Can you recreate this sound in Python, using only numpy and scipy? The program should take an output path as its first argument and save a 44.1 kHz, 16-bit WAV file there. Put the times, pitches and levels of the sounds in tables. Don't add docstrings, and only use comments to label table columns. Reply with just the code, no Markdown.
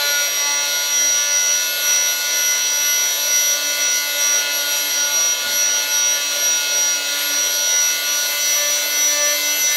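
import sys
import numpy as np
from scipy import signal
from scipy.fft import rfft, irfft
from scipy.io import wavfile

SR = 44100
rng = np.random.default_rng(int(sys.argv[2]) if len(sys.argv) > 2 else 0)


def master_out(mix):
    frames = np.transpose(np.atleast_2d(mix))
    ceiling = np.clip(frames, -1, 1)
    pcm = np.round(ceiling * 32767).astype(np.int16)
    wavfile.write(sys.argv[1], SR, pcm)


N = 430416

# time_s, speed_hz
MOTOR_SPEED = [(0.0, 288.9), (0.3, 287.4), (0.57, 288.6), (0.71, 288.3), (1.36, 290.2), (3.37, 291.1),
               (3.45, 291.2), (4.08, 290.8), (4.16, 290), (4.35, 289.8), (4.59, 289.1), (5.49, 289),
               (5.54, 290), (6.14, 289.5), (6.2, 288.7), (6.39, 288.9), (7.09, 287.6), (7.45, 290.1),
               (8.26, 291.0), (8.32, 292), (8.81, 292.2), (9.02, 293.3), (9.27, 292.8), (9.57, 294.6),
               (9.73, 294.3), (9.76, 294.4)]
# time_s, level_db
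WHINE_LEVEL = [(0.0, -40), (0.13, -21), (0.32, -23.5), (0.41, -20.5), (0.57, -20.5), (0.68, -26),
               (0.73, -23), (0.89, -23.5), (0.95, -18.5), (1.09, -15.5), (1.25, -21), (1.36, -16),
               (1.41, -18.5), (1.55, -18), (1.71, -34), (1.79, -42), (1.9, -16.5), (2.04, -17),
               (2.15, -25.5), (2.28, -24.5), (2.42, -18), (2.61, -20), (2.99, -18.5), (3.12, -19.5),
               (3.18, -28), (3.34, -15.5), (3.42, -18), (3.53, -17), (3.59, -37), (3.64, -24), (3.7, -21.5),
               (3.78, -31), (3.83, -18.5), (3.97, -20), (4.02, -29), (4.16, -32), (4.24, -17.5),
               (4.35, -17.5), (4.4, -22), (4.43, -33), (4.46, -33), (4.54, -24.5), (4.62, -25), (4.65, -34),
               (4.73, -21.5), (4.81, -23.5), (4.86, -37), (4.92, -22.5), (5.03, -19), (5.11, -29),
               (5.14, -19), (5.16, -17), (5.33, -19), (5.35, -32), (5.41, -25.5), (5.46, -60), (5.6, -17),
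               (5.76, -18), (5.87, -51), (5.95, -17.5), (6.11, -17.5), (6.14, -19), (6.2, -37), (6.22, -25),
               (6.39, -24), (6.47, -16.5), (6.58, -20.5), (6.63, -28), (6.69, -26), (6.77, -17.5),
               (6.9, -18), (6.96, -22), (7.01, -41), (7.09, -26), (7.26, -31), (7.39, -17.5), (7.5, -24),
               (7.66, -18.5), (7.8, -16.5), (7.88, -17.5), (7.94, -25), (7.99, -38), (8.02, -40),
               (8.05, -26), (8.1, -21), (8.16, -21), (8.34, -27), (8.37, -36), (8.42, -21.5), (8.51, -17),
               (8.62, -22), (8.73, -19.5), (8.89, -31), (8.94, -23), (9.05, -16.5), (9.16, -22),
               (9.24, -18.5), (9.32, -19), (9.38, -36), (9.4, -35), (9.46, -21), (9.51, -19.5), (9.57, -31),
               (9.65, -17.5), (9.68, -17.5), (9.76, -24)]
# time_s, level_db
WHINE_OCTAVE_LEVEL = [(0.0, -29.5), (0.32, -32.5), (0.6, -52), (0.71, -31.5), (1.5, -36.5), (1.6, -31),
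                      (1.87, -27.5), (1.98, -41), (2.09, -28), (2.33, -40), (2.39, -29), (2.72, -38),
                      (2.83, -29), (3.37, -28.5), (3.67, -36), (3.78, -29), (3.88, -51), (4.02, -28),
                      (4.43, -34.5), (4.49, -45), (4.56, -27), (4.86, -27.5), (5.03, -41), (5.11, -29),
                      (5.19, -34.5), (5.49, -35), (5.57, -28.5), (5.68, -49), (5.73, -35), (5.95, -28.5),
                      (6.03, -51), (6.14, -29.5), (6.28, -42.5), (6.44, -29.5), (6.52, -50), (6.58, -34.5),
                      (7.12, -42), (7.2, -30), (7.28, -28), (7.37, -42), (7.48, -30.5), (7.64, -35),
                      (8.62, -27.5), (8.78, -31), (9.0, -27), (9.21, -39), (9.38, -25.5), (9.43, -30),
                      (9.57, -24.5), (9.68, -41), (9.76, -24)]
# time_s, order_1_db, order_3_db
HOUSING_HUM = [(0.0, -56, -36), (0.35, -54, -59), (0.49, -49, -36), (0.73, -55, -42), (1.06, -47.5, -45),
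               (1.22, -61, -41.5), (1.68, -51, -54), (1.9, -53, -44.5), (3.51, -54.5, -46), (3.7, -46, -56),
               (3.8, -50.5, -48), (5.27, -49, -40), (5.35, -53, -47), (6.06, -50, -38.5), (6.3, -50, -51),
               (6.77, -50, -41), (7.31, -45, -52), (7.77, -60, -43), (8.05, -49, -53), (8.32, -53, -43.5),
               (8.45, -55, -54), (9.21, -44.5, -43), (9.32, -48, -57), (9.46, -42.5, -46), (9.76, -64, -43)]
# time_s, level_db
BLADE_SHAKE = [(0.0, -33), (0.24, -37), (0.41, -46), (0.68, -37), (0.92, -48), (1.22, -43), (1.3, -34),
               (1.44, -51), (1.52, -37.5), (1.66, -47), (1.87, -39), (2.17, -56), (2.31, -41), (2.42, -56),
               (2.53, -45), (2.64, -54), (2.72, -42), (3.15, -50), (3.21, -36), (3.37, -46), (3.8, -35),
               (3.88, -47), (4.05, -53), (4.16, -32.5), (4.27, -45), (4.84, -37), (4.92, -51), (5.08, -36),
               (5.19, -47), (5.41, -50), (5.49, -34), (5.71, -49), (6.17, -38), (6.28, -46.5), (6.36, -34),
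               (6.58, -47), (6.74, -36), (6.82, -44), (7.23, -39.5), (7.31, -49), (7.39, -35.5),
               (7.99, -55), (8.07, -42), (8.53, -37), (8.62, -28.5), (9.02, -58), (9.13, -30), (9.32, -25),
               (9.38, -35.5), (9.68, -51), (9.76, -38)]
# time_s, order_5_db, order_7_db
DRIVE_TONES = [(0.0, -29, -39), (0.19, -24, -31), (0.32, -43, -39), (0.49, -33.5, -28), (0.68, -33, -39),
               (0.76, -30, -33), (0.87, -33, -45), (0.95, -35.5, -28.5), (1.19, -32, -40),
               (1.39, -31, -30.5), (1.74, -31.5, -46), (2.01, -30.5, -30.5), (2.17, -31.5, -40),
               (2.5, -30, -27.5), (2.69, -35, -38), (2.94, -30.5, -28), (3.18, -42, -48),
               (3.26, -33.5, -46), (3.34, -31.5, -29), (3.64, -33.5, -37), (3.8, -31, -29), (4.7, -31, -36),
               (4.78, -33, -47), (4.95, -34, -33), (5.06, -30.5, -52), (5.41, -37, -49), (5.46, -28.5, -40),
               (5.52, -33, -34), (5.9, -30.5, -38), (6.25, -36, -37), (6.44, -32.5, -57), (7.26, -33, -35),
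               (7.64, -31.5, -52), (7.77, -30.5, -30), (7.99, -32.5, -32), (8.24, -30, -43),
               (8.32, -35, -31), (8.67, -42, -29.5), (8.75, -37, -37), (8.92, -33, -29.5),
               (9.16, -44, -29.5), (9.54, -33, -28), (9.76, -38, -25.5)]
# shaft_order, level_db, fading_depth
BUZZ_ORDERS = [(4, -44.5, 1), (6, -43, 1), (8, -46.5, .7), (9, -35, 0.33), (10, -41, 0.67),
               (11, -35.5, 0.38), (12, -38.5, 0.45), (13, -35, 0.43), (14, -36, 0.38), (15, -34.5, 0.45),
               (16, -39, 0.38), (17, -42.5, .4), (18, -45, 0.56), (19, -41, 0.46), (21, -38, 0.29),
               (22, -41, .4), (23, -47, .4), (24, -41, 0.43), (27, -47, 0.57), (28, -55, .5), (29, -55, .5)]
# shaft_order, side, level_db
BEARING_TONES = [(3, 1, -44), (5, 1, -51), (6, 1, -65), (7, -1, -50), (7, 1, -37.5), (9, 1, -44.5),
                 (10, 1, -42), (11, -1, -53), (11, 1, -39.5), (13, 1, -39), (14, 1, -37.5), (15, 1, -41.5),
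                 (16, 1, -44)]
# time_s, rasp_db, hiss_db
SANDING_LEVELS = [(0.0, -23, -36), (0.3, -27, -34), (0.32, -26, -35.5), (0.87, -25, -35.5),
                  (0.89, -26, -36), (1.28, -28, -37), (1.33, -26, -36.5), (1.6, -26.5, -37),
                  (1.87, -24.5, -32.5), (2.07, -27, -37), (2.23, -25, -35), (3.1, -26.5, -35.5),
                  (3.15, -25.5, -35), (3.53, -26.5, -35), (3.8, -25, -34), (4.13, -26.5, -35.5),
                  (4.21, -25.5, -33), (4.49, -26.5, -36.5), (4.73, -25, -33), (5.06, -24.5, -36),
                  (5.11, -26, -34), (5.35, -26, -37), (5.49, -24.5, -35), (6.3, -27, -36), (6.33, -24, -35),
                  (6.98, -26.5, -36), (7.15, -23, -33), (7.64, -25, -34.5), (7.77, -26.5, -34.5),
                  (8.02, -25.5, -35.5), (8.16, -24.5, -33), (8.51, -24.5, -32), (8.62, -25, -35),
                  (8.94, -24.5, -32), (9.19, -25, -33.5), (9.76, -25, -33)]
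# frequency_hz, gain_db
RASP_EQ = [(750, -12.5), (1200, -10), (1800, -9.3), (2400, -8), (3100, -3), (4200, 2), (5000, -4.5),
           (6500, -7.5), (7500, -21.5), (10000, -31)]
# frequency_hz, gain_db
HISS_EQ = [(4000, -7), (7000, 0), (8500, 1), (9700, 0.5), (10400, -6), (11300, -1.5), (13000, -2.5),
           (15500, -5)]
# start_s, end_s, ring_hz, level_db
CHATTER_BURSTS = [(0, .12, 4040, -27), (0, 0.274, 2060, -33.5), (.4, 0.615, 1100, -36),
                  (.66, .76, 4050, -33), (8.28, 8.38, 1201, -37), (8.55, 8.739, 1492, -32),
                  (9.08, 9.345, 1557, -29), (9.69, 9.8, 1600, -31.5)]
# frequency_hz, gain_db
DRONE_EQ = [(150, -42), (240, -17.5), (350, -18.5), (420, -2.5), (470, -6.5), (540, 3.5), (680, 3),
            (800, -15.5), (1100, -21)]
# frequency_hz, gain_db
RUMBLE_EQ = [(20, -16), (55, -11), (75, -15), (100, 1), (140, -5), (200, 0.5), (300, -10.5)]
# peak_s, half_width_s, level_db
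NUDGES = [(5.504, 0.079, -44), (9.658, 0.051, -49)]
# frequency_hz, gain_db
THUD_EQ = [(25, -10), (60, -5), (95, 3), (150, -17), (240, 8), (330, -1)]

CAGE_RATIO = .437
TOP_HZ = 15700


def undb(db):
    return 10 ** (np.asarray(db) / 20)


def unit(x):
    return x / np.sqrt(np.mean(np.abs(x) ** 2))


def curves(table):
    times_s, *columns = np.transpose(table)
    return [np.interp(np.arange(N) / SR, times_s, column) for column in columns]


def gains(table):
    return curves([(time_s, *undb(levels_db)) for time_s, *levels_db in table])


def colour(x, eq):
    hz, db = np.transpose(eq)
    bins_hz = np.maximum(np.arange(N // 2 + 1) * SR / N, 1)
    response = undb(np.interp(np.log(bins_hz), np.log(hz), db))
    rolloff = 1 / np.sqrt((1 + (hz[0] / bins_hz / 2) ** 8) * (1 + (bins_hz / hz[-1] / 2) ** 8))
    return unit(irfft(rfft(x) * response * rolloff, N))


def tilt(x, pivot_hz, tilt_db):
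    low = signal.sosfilt(signal.butter(3, pivot_hz, "low", fs=SR, output="sos"), x)
    high = signal.sosfilt(signal.butter(3, pivot_hz, "high", fs=SR, output="sos"), x)
    return undb(-tilt_db) * low + undb(tilt_db) * high


def drift(rate_hz):
    knots = rng.standard_normal(1024)
    smooth = signal.resample_poly(knots, up=8, down=1)
    return np.interp(np.arange(N) / SR * rate_hz * 8, np.arange(len(smooth)), smooth)


def shaft_turns(waver_hz, rate_hz):
    speed_hz, = curves(MOTOR_SPEED)
    return np.cumsum(speed_hz + waver_hz * drift(rate_hz)) / SR


def phase(cycles):
    return 2 * np.pi * ((cycles + rng.random()) % 1)


def shaft_tone(turns, gain, order, trim_db, flutter_db):
    envelope = gain * undb(trim_db + flutter_db * drift(rate_hz=16))
    return envelope * np.sqrt(2) * np.sin(phase(order * turns))


def fading_tone(cycles, depth, rate_hz):
    angle = phase(cycles)
    reflections = depth * (drift(rate_hz) * np.sin(angle) + drift(rate_hz) * np.cos(angle))
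    return (np.sin(angle) + reflections) / np.sqrt(.5 + depth ** 2)


def whine(turns):
    main, = gains(WHINE_LEVEL)
    octave, = gains(WHINE_OCTAVE_LEVEL)
    out = shaft_tone(turns, main, order=20, trim_db=-.5, flutter_db=0.73)
    return out + shaft_tone(turns, octave, order=40, trim_db=-0.65, flutter_db=1.65)


def buzz(turns):
    first, third = gains(HOUSING_HUM)
    second, = gains(BLADE_SHAKE)
    fifth, seventh = gains(DRIVE_TONES)
    out = shaft_tone(turns, first, order=1, trim_db=-1.1, flutter_db=1.8)
    out += shaft_tone(turns, second, order=2, trim_db=-1.8, flutter_db=1.0)
    out += shaft_tone(turns, third, order=3, trim_db=-1.6, flutter_db=2.4)
    out += shaft_tone(turns, fifth, order=5, trim_db=0.0, flutter_db=1.08)
    out += shaft_tone(turns, seventh, order=7, trim_db=-1.44, flutter_db=1.3)
    for order, level_db, depth in BUZZ_ORDERS:
        out += undb(level_db) * fading_tone(order * turns, depth, rate_hz=11)
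    return out


def bearing(turns):
    out = np.zeros(N)
    for order, side, level_db in BEARING_TONES:
        cycles_per_turn = order + side * CAGE_RATIO
        out += undb(level_db) * fading_tone(cycles_per_turn * turns, depth=0.22, rate_hz=9)
    return out


def sanding(turns, swing_depth, grit_spread_db):
    rasp_db, hiss_db = curves(SANDING_LEVELS)
    swing = 1 + swing_depth * np.cos(2 * np.pi * 2 * turns)
    grains = swing * rng.standard_normal(N) * undb(grit_spread_db * rng.standard_normal(N))
    residue_db = 0.59 * drift(rate_hz=18)
    lean_db = 1.1 * drift(rate_hz=10)
    tilted_grains = tilt(grains, pivot_hz=3700, tilt_db=lean_db)
    rasp = undb(rasp_db - 2.4 + residue_db) * colour(tilted_grains, RASP_EQ)
    hiss = undb(hiss_db + 2.03 + residue_db) * colour(grains, HISS_EQ)
    return rasp + hiss


def chatter(turns, half_width_hz, fade_s):
    t, out = np.arange(N) / SR, np.zeros(N)
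    orders = np.arange(4, 20, 2)[:, None]
    for start_s, end_s, ring_hz, level_db in CHATTER_BURSTS:
        gate = np.clip(np.minimum(t - start_s, end_s - t) / fade_s + .5, 0, 1)
        touching = gate > 0
        pitches_hz = orders * np.gradient(turns[touching]).mean() * SR
        resonance = 1 / (1 + ((pitches_hz - ring_hz) / half_width_hz) ** 2)
        knocks = np.sum(resonance * np.cos(2 * np.pi * orders * turns[touching]), axis=0)
        out[touching] -= undb(level_db) * gate[touching] * unit(knocks)
    return out


def bench_drone(drone_db, rumble_db):
    drone = undb(drone_db + 1.4 * drift(rate_hz=9)) * colour(rng.standard_normal(N), DRONE_EQ)
    rumble = undb(rumble_db + 2 * drift(rate_hz=10)) * colour(rng.standard_normal(N), RUMBLE_EQ)
    return drone + rumble


def bench_thuds():
    t, envelope = np.arange(N) / SR, np.zeros(N)
    for peak_s, half_width_s, level_db in NUDGES:
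        envelope += undb(level_db) * np.exp(-((t - peak_s) / half_width_s) ** 2)
    return envelope * colour(rng.standard_normal(N), THUD_EQ)


def scene():
    turns = shaft_turns(waver_hz=0.1177, rate_hz=25)
    motor = whine(turns) + buzz(turns) + bearing(turns)
    pad = sanding(turns, swing_depth=.17, grit_spread_db=3.0)
    pad += chatter(turns, half_width_hz=380, fade_s=.05)
    bench = bench_drone(drone_db=-40.5, rumble_db=-63.5) + bench_thuds()
    return np.tile(motor + pad + bench, (2, 1))


def record(dry):
    return signal.sosfilt(signal.ellip(12, .1, 80, TOP_HZ, fs=SR, output="sos"), dry)


dry = scene()
out = record(dry)
master_out(out)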